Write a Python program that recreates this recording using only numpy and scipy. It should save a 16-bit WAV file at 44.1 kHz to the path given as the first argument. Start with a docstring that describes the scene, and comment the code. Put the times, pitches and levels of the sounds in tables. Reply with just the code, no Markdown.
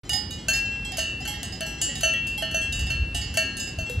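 """An open meadow, where grazing cows clank their sheet-metal bells as they move their heads. Each clapper
impact sets the air in the bell's cavity sounding, a short hollow clonk, and excites the damped normal modes of
the shell: a long ring and a bright sizzle of high modes. More bells tinkle far off, and the surroundings
scatter a faint echo. Underneath lie steady air, a low valley rumble and light gusts on the microphone."""
import sys
import numpy as np
from scipy import signal
from scipy.fft import rfft, irfft, next_fast_len
from scipy.io import wavfile

SR = 44100
rng = np.random.default_rng(int(sys.argv[2]) if len(sys.argv) > 2 else 0)


def file_out(sig):
    """Save sig as 16-bit WAV at sys.argv[1]."""
    # one column per channel
    cols = np.atleast_2d(sig).T
    # limit, then scale
    lim = np.clip(cols, -1, 1)
    pcm = np.round(lim * 32767).astype(np.int16)
    wavfile.write(sys.argv[1], SR, pcm)


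N = 176400

# Noise spectra: f/Hz, relative spectral level/dB
AIR_SPECTRUM = [(230, -1.5), (450, -12.5), (1000, -21), (5000, -27.5), (10000, -39), (16000, -58)]
RUMBLE_SPECTRUM = [(20, -38), (50, 2.5), (72, -0.5), (120, -2), (300, -17.5)]
GUST_SPECTRUM = [(20, -19), (65, 3.5), (110, -6.5), (250, -31.5), (700, -100)]
CRACK_SPECTRUM = [(400, -17), (3000, -6.5), (11000, -3.5), (16000, -25)]
# Gusts: t/s, Gaussian half width/s, level/dB
WIND_GUSTS = [(2.866, 0.12, -28), (3.025, 0.021, -29.5), (3.196, 0.066, -29), (3.808, 0.018, -26),
              (3.984, 0.011, -24)]
# Decay of the scattered echo: f/Hz, T60/s
ECHO_DECAY = [(300, 0.071), (2500, 1), (15000, 0.16)]
# Spectral envelope of a shell's weak upper modes: f/Hz, relative level/dB
FINE_SPECTRUM = [(1300, -16), (3000, -28.5), (6000, -26.5), (9000, -22), (11500, -30.5), (13500, -32),
                 (16000, -45)]
# Normal modes of each bell: f/Hz, relative level/dB, T60/s before the bell's sustain factor
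MAIN_MODES = [(646, -4, .19), (1339, -18, .9), (1555, -9, .16), (1637, -15.5, 1.3), (1806, -14.5, .9),
              (2706, 0, 1.42), (2824, -8, .7), (2940, -7, .55), (3084, -13, .35), (3160, -12, .4),
              (4287, -13, .55), (4438, -11, .45), (4641, -16, .4), (5862, -16.5, .38), (6196, -10, .32),
              (6686, -12, .22), (11800, -20, .19)]
BRIGHT_MODES = [(697, -15, .22), (1432, -24, 1), (1771, -15, 1.18), (2899, 0, 1.2), (3045, -15, 1),
                (3482, -18, 1), (3789, -11, .66), (4577, -10.5, .72), (5004, -11, .57), (5084, -13, .53),
                (6521, -9, .53), (6640, -10, .5), (7195, -13, .55), (7778, -16, .5), (9365, -12, .14),
                (12620, -22, .25)]
TINNY_MODES = [(755, -10, .27), (1841, -9, .42), (2186, -14, .5), (2956, -14, .67), (3676, -13, .5),
               (4543, -10, .51), (5011, -2, .42), (6766, -6, .33)]
SMALL_MODES = [(834, -9, .55), (2090, -12, .92), (3246, 0, .81), (4244, -9, .67), (5197, -10, .71),
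               (5865, -9, .65), (7221, -5, .36), (7782, -5, .34), (11300, -11, .25)]
FAINT_MODES = [(548, -8, .15), (1908, 0, .6), (2239, -10, .7), (3240, -3, 1)]
DEEP_MODES = [(489, 0, .19), (2643, -10, .7), (2761, -16, .72), (3725, -10, .62), (4123, -12, .46)]
# Clapper blows: t/s, clonk level/dB, ring level/dB, sizzle level/dB, f/Hz of the modes favoured
# by the point of impact; on the main bell also level/dB of the prime tone, its strongest mode
MAIN_STRIKES = [(.484, -29, -26, -17, [1555, 1637, 6686], -17.5), (.982, -21, -28, -29, [2824, 4641], -29),
                (1.252, -41, -29, -34, [], -35), (1.607, -23, -28, -31, [], -30), (2.008, -50, -37, -28, [],
                -42), (2.032, -14.5, -23, -21, [2940, 6196], -19.5),
                (2.423, -22, -27, -40, [1806, 2940, 4287], -40), (2.512, -43, -38, -38, [], -36),
                (2.544, -20, -30, -26, [1637, 6196], -24.5), (2.902, -36, -30, -31, [4287], -28.5),
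                (3.341, -46, -35, -31, [], -42), (3.372, -14.5, -24, -18, [2824, 4287, 4641], -20.5),
                (3.786, -27, -37, -33, [], -28)]
BRIGHT_STRIKES = [(.094, -32, -26, -25, [5004]), (.306, -49, -39, -32, [3789]), (.971, -44, -36, -23, []),
                  (.991, -24, -28, -29, [6640]), (1.431, -27, -34, -31, [7778]),
                  (1.815, -28, -29, -17.5, [3045, 7195]), (1.953, -45, -37, -33, [3789]),
                  (2.269, -31, -40, -32, []), (2.724, -31, -32, -26, [3789, 7195]),
                  (2.792, -35, -34, -30, []), (3.146, -19, -28, -28, [7195]),
                  (3.568, -36, -39, -29, [9365]), (3.597, -30, -35, -27, [5004, 7195])]
TINNY_STRIKES = [(.132, -21, -25.5, -22, [5011]), (.533, -35, -28.5, -23, []), (.92, -24, -32, -36.5, []),
                 (1.204, -32, -48, -38.5, []), (1.338, -46, -33.5, -48, []),
                 (1.523, -34, -39, -39.5, [5011]), (1.953, -31, -38, -32, []), (2.867, -31, -33, -39, []),
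                 (3.214, -42, -33, -34, [4543]), (3.672, -34.5, -35.5, -35, [])]
SMALL_STRIKES = [(.115, -21.5, -59, -36, []), (.555, -38, -51, -35.5, [5865]),
                 (0.849, -38, -38.5, -39, [7782]), (1.275, -30.5, -33, -32, [11300]),
                 (1.663, -42, -42.5, -35.5, [5865]), (2.377, -35, -35, -37, [11300]),
                 (2.615, -47, -36.5, -40, []), (3.146, -36, -44, -33.5, [])]
FAINT_STRIKES = [(1.888, -32, -38, -57, []), (2.135, -32.5, -33, -33, [])]
DEEP_STRIKES = [(3.897, -29, -36, -35, [])]
# Registers of a blow: f/Hz of the clonk, the ring's lower and upper edge, and the sizzle
REGISTERS = [800, 1300, 2900, 8000]
# The clapper rests on the main bell's rim and checks its strongest modes: t/s, level change/dB
RIM_CHOKES = [(3.432, -8)]
# Phase between the microphone ports: f/Hz, lead of the left/rad
PORT_PHASE = [(300, 0), (650, -1.07), (1100, -0.85), (1850, -0.17), (2700, -0.74), (3800, 1), (5800, -0.97),
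              (10000, -1.26)]

AIR_DB, RUMBLE_DB, ECHO_DB, FAR_BELLS_DB = -43.5, -38.5, -14, -49.5
RISE_S, RISE_SLOPE = 0.0012, 0.24  # build-up of a mode at 2.7 kHz; slower for low modes
FINE_T60_S, FINE_SLOPE, FINE_ATTACK_S = .32, .6, 0.00024  # T60 at 6 kHz
CRACK_DB, CRACK_T60_S = -3, 0.029
REBOUND_S, REBOUND_DB = .02, -8.5
FAVOUR_DB, CHOKE_ABOVE_DB = 8, -7
SCATTER_DB, FINE_SCATTER_DB = 1.0, 6  # random spread of a mode's level from blow to blow
CLONK_PAN_DB, CENTRED_ABOVE_HZ = -4, 5100  # pan is left minus right
START_S, FADE_S, TOP_HZ = 0.033, 0.002, 16400


def amp(db):
    """Amplitude ratio of a level in decibels."""
    return 10 ** (np.asarray(db) / 20)


def unit_rms(x):
    """Normalisation to an rms of 1."""
    return x / np.sqrt(np.mean(x ** 2) + 1e-20)


def along(points, hz):
    """Interpolation of (f/Hz, value) points on a logarithmic frequency axis."""
    f, values = np.transpose(points)
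    return np.interp(np.log(hz + 1), np.log(f + 1), values)


def filtered(x, response):
    """Linear filtering: the spectrum is multiplied by a complex frequency response."""
    size = next_fast_len(N + SR // 2)
    return irfft(rfft(x, size) * response(np.fft.rfftfreq(size, 1 / SR)), size)[..., :N]


def noise(spectrum):
    """Spectral shaping of white noise, at an rms of 1."""
    return unit_rms(filtered(rng.standard_normal(N), lambda hz: amp(along(spectrum, hz))))


def waver(db, per_s):
    """Random amplitude modulation: a gain of the given depth and speed."""
    position = np.arange(N) * per_s / SR
    knots = amp(db * rng.standard_normal(int(position[-1]) + 2))
    return np.interp(position, np.arange(len(knots)), knots)


def add(track, s, sound):
    """Superposition of a sound on a track from time s."""
    part = track[max(round(s * SR), 0):][:len(sound)]
    part += sound[:len(part)]


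def valley_rumble():
    """Stationary noise with its energy concentrated at low frequencies."""
    return amp(RUMBLE_DB) * noise(RUMBLE_SPECTRUM + [(800, -100)])


def wind_gusts():
    """Pressure fluctuations of wind on the microphone: low noise under Gaussian envelopes."""
    t = np.arange(N) / SR
    envelope = sum(amp(db) * np.exp(-.5 * ((t - s) / width) ** 2) for s, width, db in WIND_GUSTS)
    return envelope * noise(GUST_SPECTRUM)


def valley_air():
    """Partly coherent noise: one part shared by both channels in phase, about 2 dB louder on the left, a weaker
    part independent."""
    spectrum = [(30, -29)] + AIR_SPECTRUM
    shared = noise(spectrum) * amp([[1], [-1]])
    independent = np.array([noise(spectrum), noise(spectrum)])
    return amp(AIR_DB) * (shared + amp(-15.5) * independent)


def meadow_echo(x):
    """Scattering from ground, fences and houses: convolution with exponentially decaying noise."""
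    hz, t, spectra = signal.stft(rng.standard_normal((2, SR // 2)), SR, nperseg=256)
    decay = amp(-60 * t / along(ECHO_DECAY, hz)[:, None])
    tail = signal.istft(spectra * decay, SR, nperseg=256)[1]
    return amp(ECHO_DB) * signal.fftconvolve(x, tail / np.linalg.norm(tail[0]), axes=1)[:, :N]


def far_bells(count=4, blows=7):
    """Geometric similarity: distant bells of other sizes, struck at random, share frequency ratios."""
    out = np.zeros(N)
    for scale in rng.uniform(0.94, 1.08, count):
        times = np.sort(rng.uniform(0, N / SR, blows))
        gains = amp(FAR_BELLS_DB + 2.5 * rng.standard_normal(blows))
        for hz, db, t60 in SMALL_MODES[:8]:
            out += damped_mode(hz * scale, t60, times, gains * amp(db / 2))
    return out


def damped_mode(hz, t60, times, gains, chokes=()):
    """A damped oscillator: each blow adds energy to what still rings; a choke takes some away."""
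    kicks, state, last = np.zeros(N, complex), 0j, 0
    rate = 2j * np.pi * hz - np.log(1000) / max(t60, .02)
    contacts = [(s, gain, 0) for s, gain in zip(times, gains)] + [(s, 0, db) for s, db in chokes]
    for (s, gain, loss_db), turn in zip(sorted(contacts), rng.random(len(contacts))):
        i = min(round(s * SR), N - 1)
        state *= np.exp(rate * (i - last) / SR)
        # in quadrature with the ringing, so that the energies add
        angle = np.angle(state) + np.pi / 2 * np.sign(turn - .5) if last else 2 * np.pi * turn
        kick = gain * np.exp(1j * angle) + state * (amp(loss_db) - 1)
        kicks[i] += kick
        state, last = state + kick, i
    rise = np.exp(-1 / (SR * RISE_S * (hz / 2700) ** -RISE_SLOPE))
    poles = [np.exp(rate / SR), rise * np.exp(2j * np.pi * hz / SR)]
    return signal.lfilter([1 - rise], np.poly(poles), kicks).real


def excitation_db(hz, blow):
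    """Excitation spectrum of an impact, interpolated between its three registers."""
    clonk_db, ring_db, sizzle_db = blow[1:4]
    return np.interp(np.log(hz), np.log(REGISTERS), [clonk_db, ring_db, ring_db, sizzle_db])


def sizzle(hz, gains):
    """Frequency-dependent damping: the higher a thin shell's weak modes lie, the faster they fade."""
    t = np.arange(SR // 3) / SR
    t60 = FINE_T60_S * (hz[:, None] / 6000) ** -FINE_SLOPE
    phase = rng.uniform(0, 2 * np.pi, (len(hz), 1))
    partials = np.sin(2 * np.pi * hz[:, None] * t + phase) * amp(-60 * t / t60)
    attack = 1 - np.exp(-t / FINE_ATTACK_S)
    release = np.minimum(10 * (1 - t / t[-1]), 1)
    return gains @ partials * attack * release


def clapper_impacts(blows, fine_db, count=32):
    """Impact and rebound: each of the two contacts excites the weak upper modes and a noisy crack."""
    out, t = np.zeros(N), np.arange(SR // 8) / SR
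    fine_hz = 1800 + 14400 * (np.arange(count) + rng.random(count)) / count
    scrape = unit_rms(noise(CRACK_SPECTRUM) * waver(db=5, per_s=350))  # the contact catches and slips
    for blow in blows:
        fine_levels = fine_db + along(FINE_SPECTRUM, fine_hz) + excitation_db(fine_hz, blow)
        crack_envelope = amp(CRACK_DB + np.mean(blow[2:4]) - 60 * t / CRACK_T60_S)
        rebound_at = blow[0] + REBOUND_S * rng.uniform(.5, 1.8)
        for s, db in [(blow[0], 0), (rebound_at, REBOUND_DB)]:
            scatter = FINE_SCATTER_DB * rng.standard_normal(count)
            add(out, s, sizzle(fine_hz, amp(db + fine_levels + scatter)))
            start = rng.integers(N - len(t))
            add(out, s, amp(db) * crack_envelope * scrape[start:start + len(t)])
    return out


def cowbell(modes, blows, sustain, fine_db, pan_db, chokes=()):
    """Modal superposition: the shell sounds as the sum of its modes, weighted by the point of impact."""
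    times, mode_hz = [blow[0] for blow in blows], np.array(modes)[:, 0]
    favoured = [[np.argmin(abs(mode_hz - hz)) for hz in blow[4]] for blow in blows]
    out = np.zeros((2, N))
    for k, (hz, db, t60) in enumerate(modes):
        is_prime = db == 0
        levels = np.array([b[5] if is_prime and b[5:] else excitation_db(hz, b) for b in blows])
        levels += [FAVOUR_DB * (k in indices) for indices in favoured]
        gains = amp(db + levels + SCATTER_DB * rng.standard_normal(len(blows)))
        if k == 0:  # the hollow clonk is rough
            pan, modulation = CLONK_PAN_DB, waver(db=3.5, per_s=110)
        else:  # the other modes swell and fade as the bell turns
            pan, modulation = pan_db * (hz < CENTRED_ABOVE_HZ), waver(db=2.3, per_s=9)
        ring = damped_mode(hz, sustain * t60, times, gains, chokes if db > CHOKE_ABOVE_DB else ())
        out += unit_rms(amp([[pan / 2], [-pan / 2]])) * modulation * ring
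    return out + clapper_impacts(blows, fine_db)


def scene():
    """Superposition of six near bells, the far herd, their echo and the open air."""
    bells = (cowbell(MAIN_MODES, MAIN_STRIKES, sustain=1.02, fine_db=-1.5, pan_db=0.5, chokes=RIM_CHOKES)
             + cowbell(BRIGHT_MODES, BRIGHT_STRIKES, sustain=0.77, fine_db=-0.5, pan_db=-5)
             + cowbell(TINNY_MODES, TINNY_STRIKES, sustain=0.63, fine_db=-3, pan_db=-12)
             + cowbell(SMALL_MODES, SMALL_STRIKES, sustain=0.78, fine_db=5, pan_db=-15)
             + cowbell(FAINT_MODES, FAINT_STRIKES, sustain=0.72, fine_db=-8, pan_db=-7)
             + cowbell(DEEP_MODES, DEEP_STRIKES, sustain=1.0, fine_db=4, pan_db=-4)
             + far_bells())
    return bells + meadow_echo(bells) + valley_rumble() + wind_gusts() + valley_air()


def record(dry):
    """Phase difference between two microphone ports, with a band limit and a brief fade at each end."""
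    t = np.arange(N) / SR
    gate = np.clip(np.minimum(t - START_S, t[-1] - t) / FADE_S, 0, 1)
    ports = lambda hz: np.exp(.5j * along(PORT_PHASE, hz) * np.array([[1], [-1]])) * (hz < TOP_HZ)
    return filtered(dry * gate, ports)


dry = scene()
out = record(dry)
file_out(out)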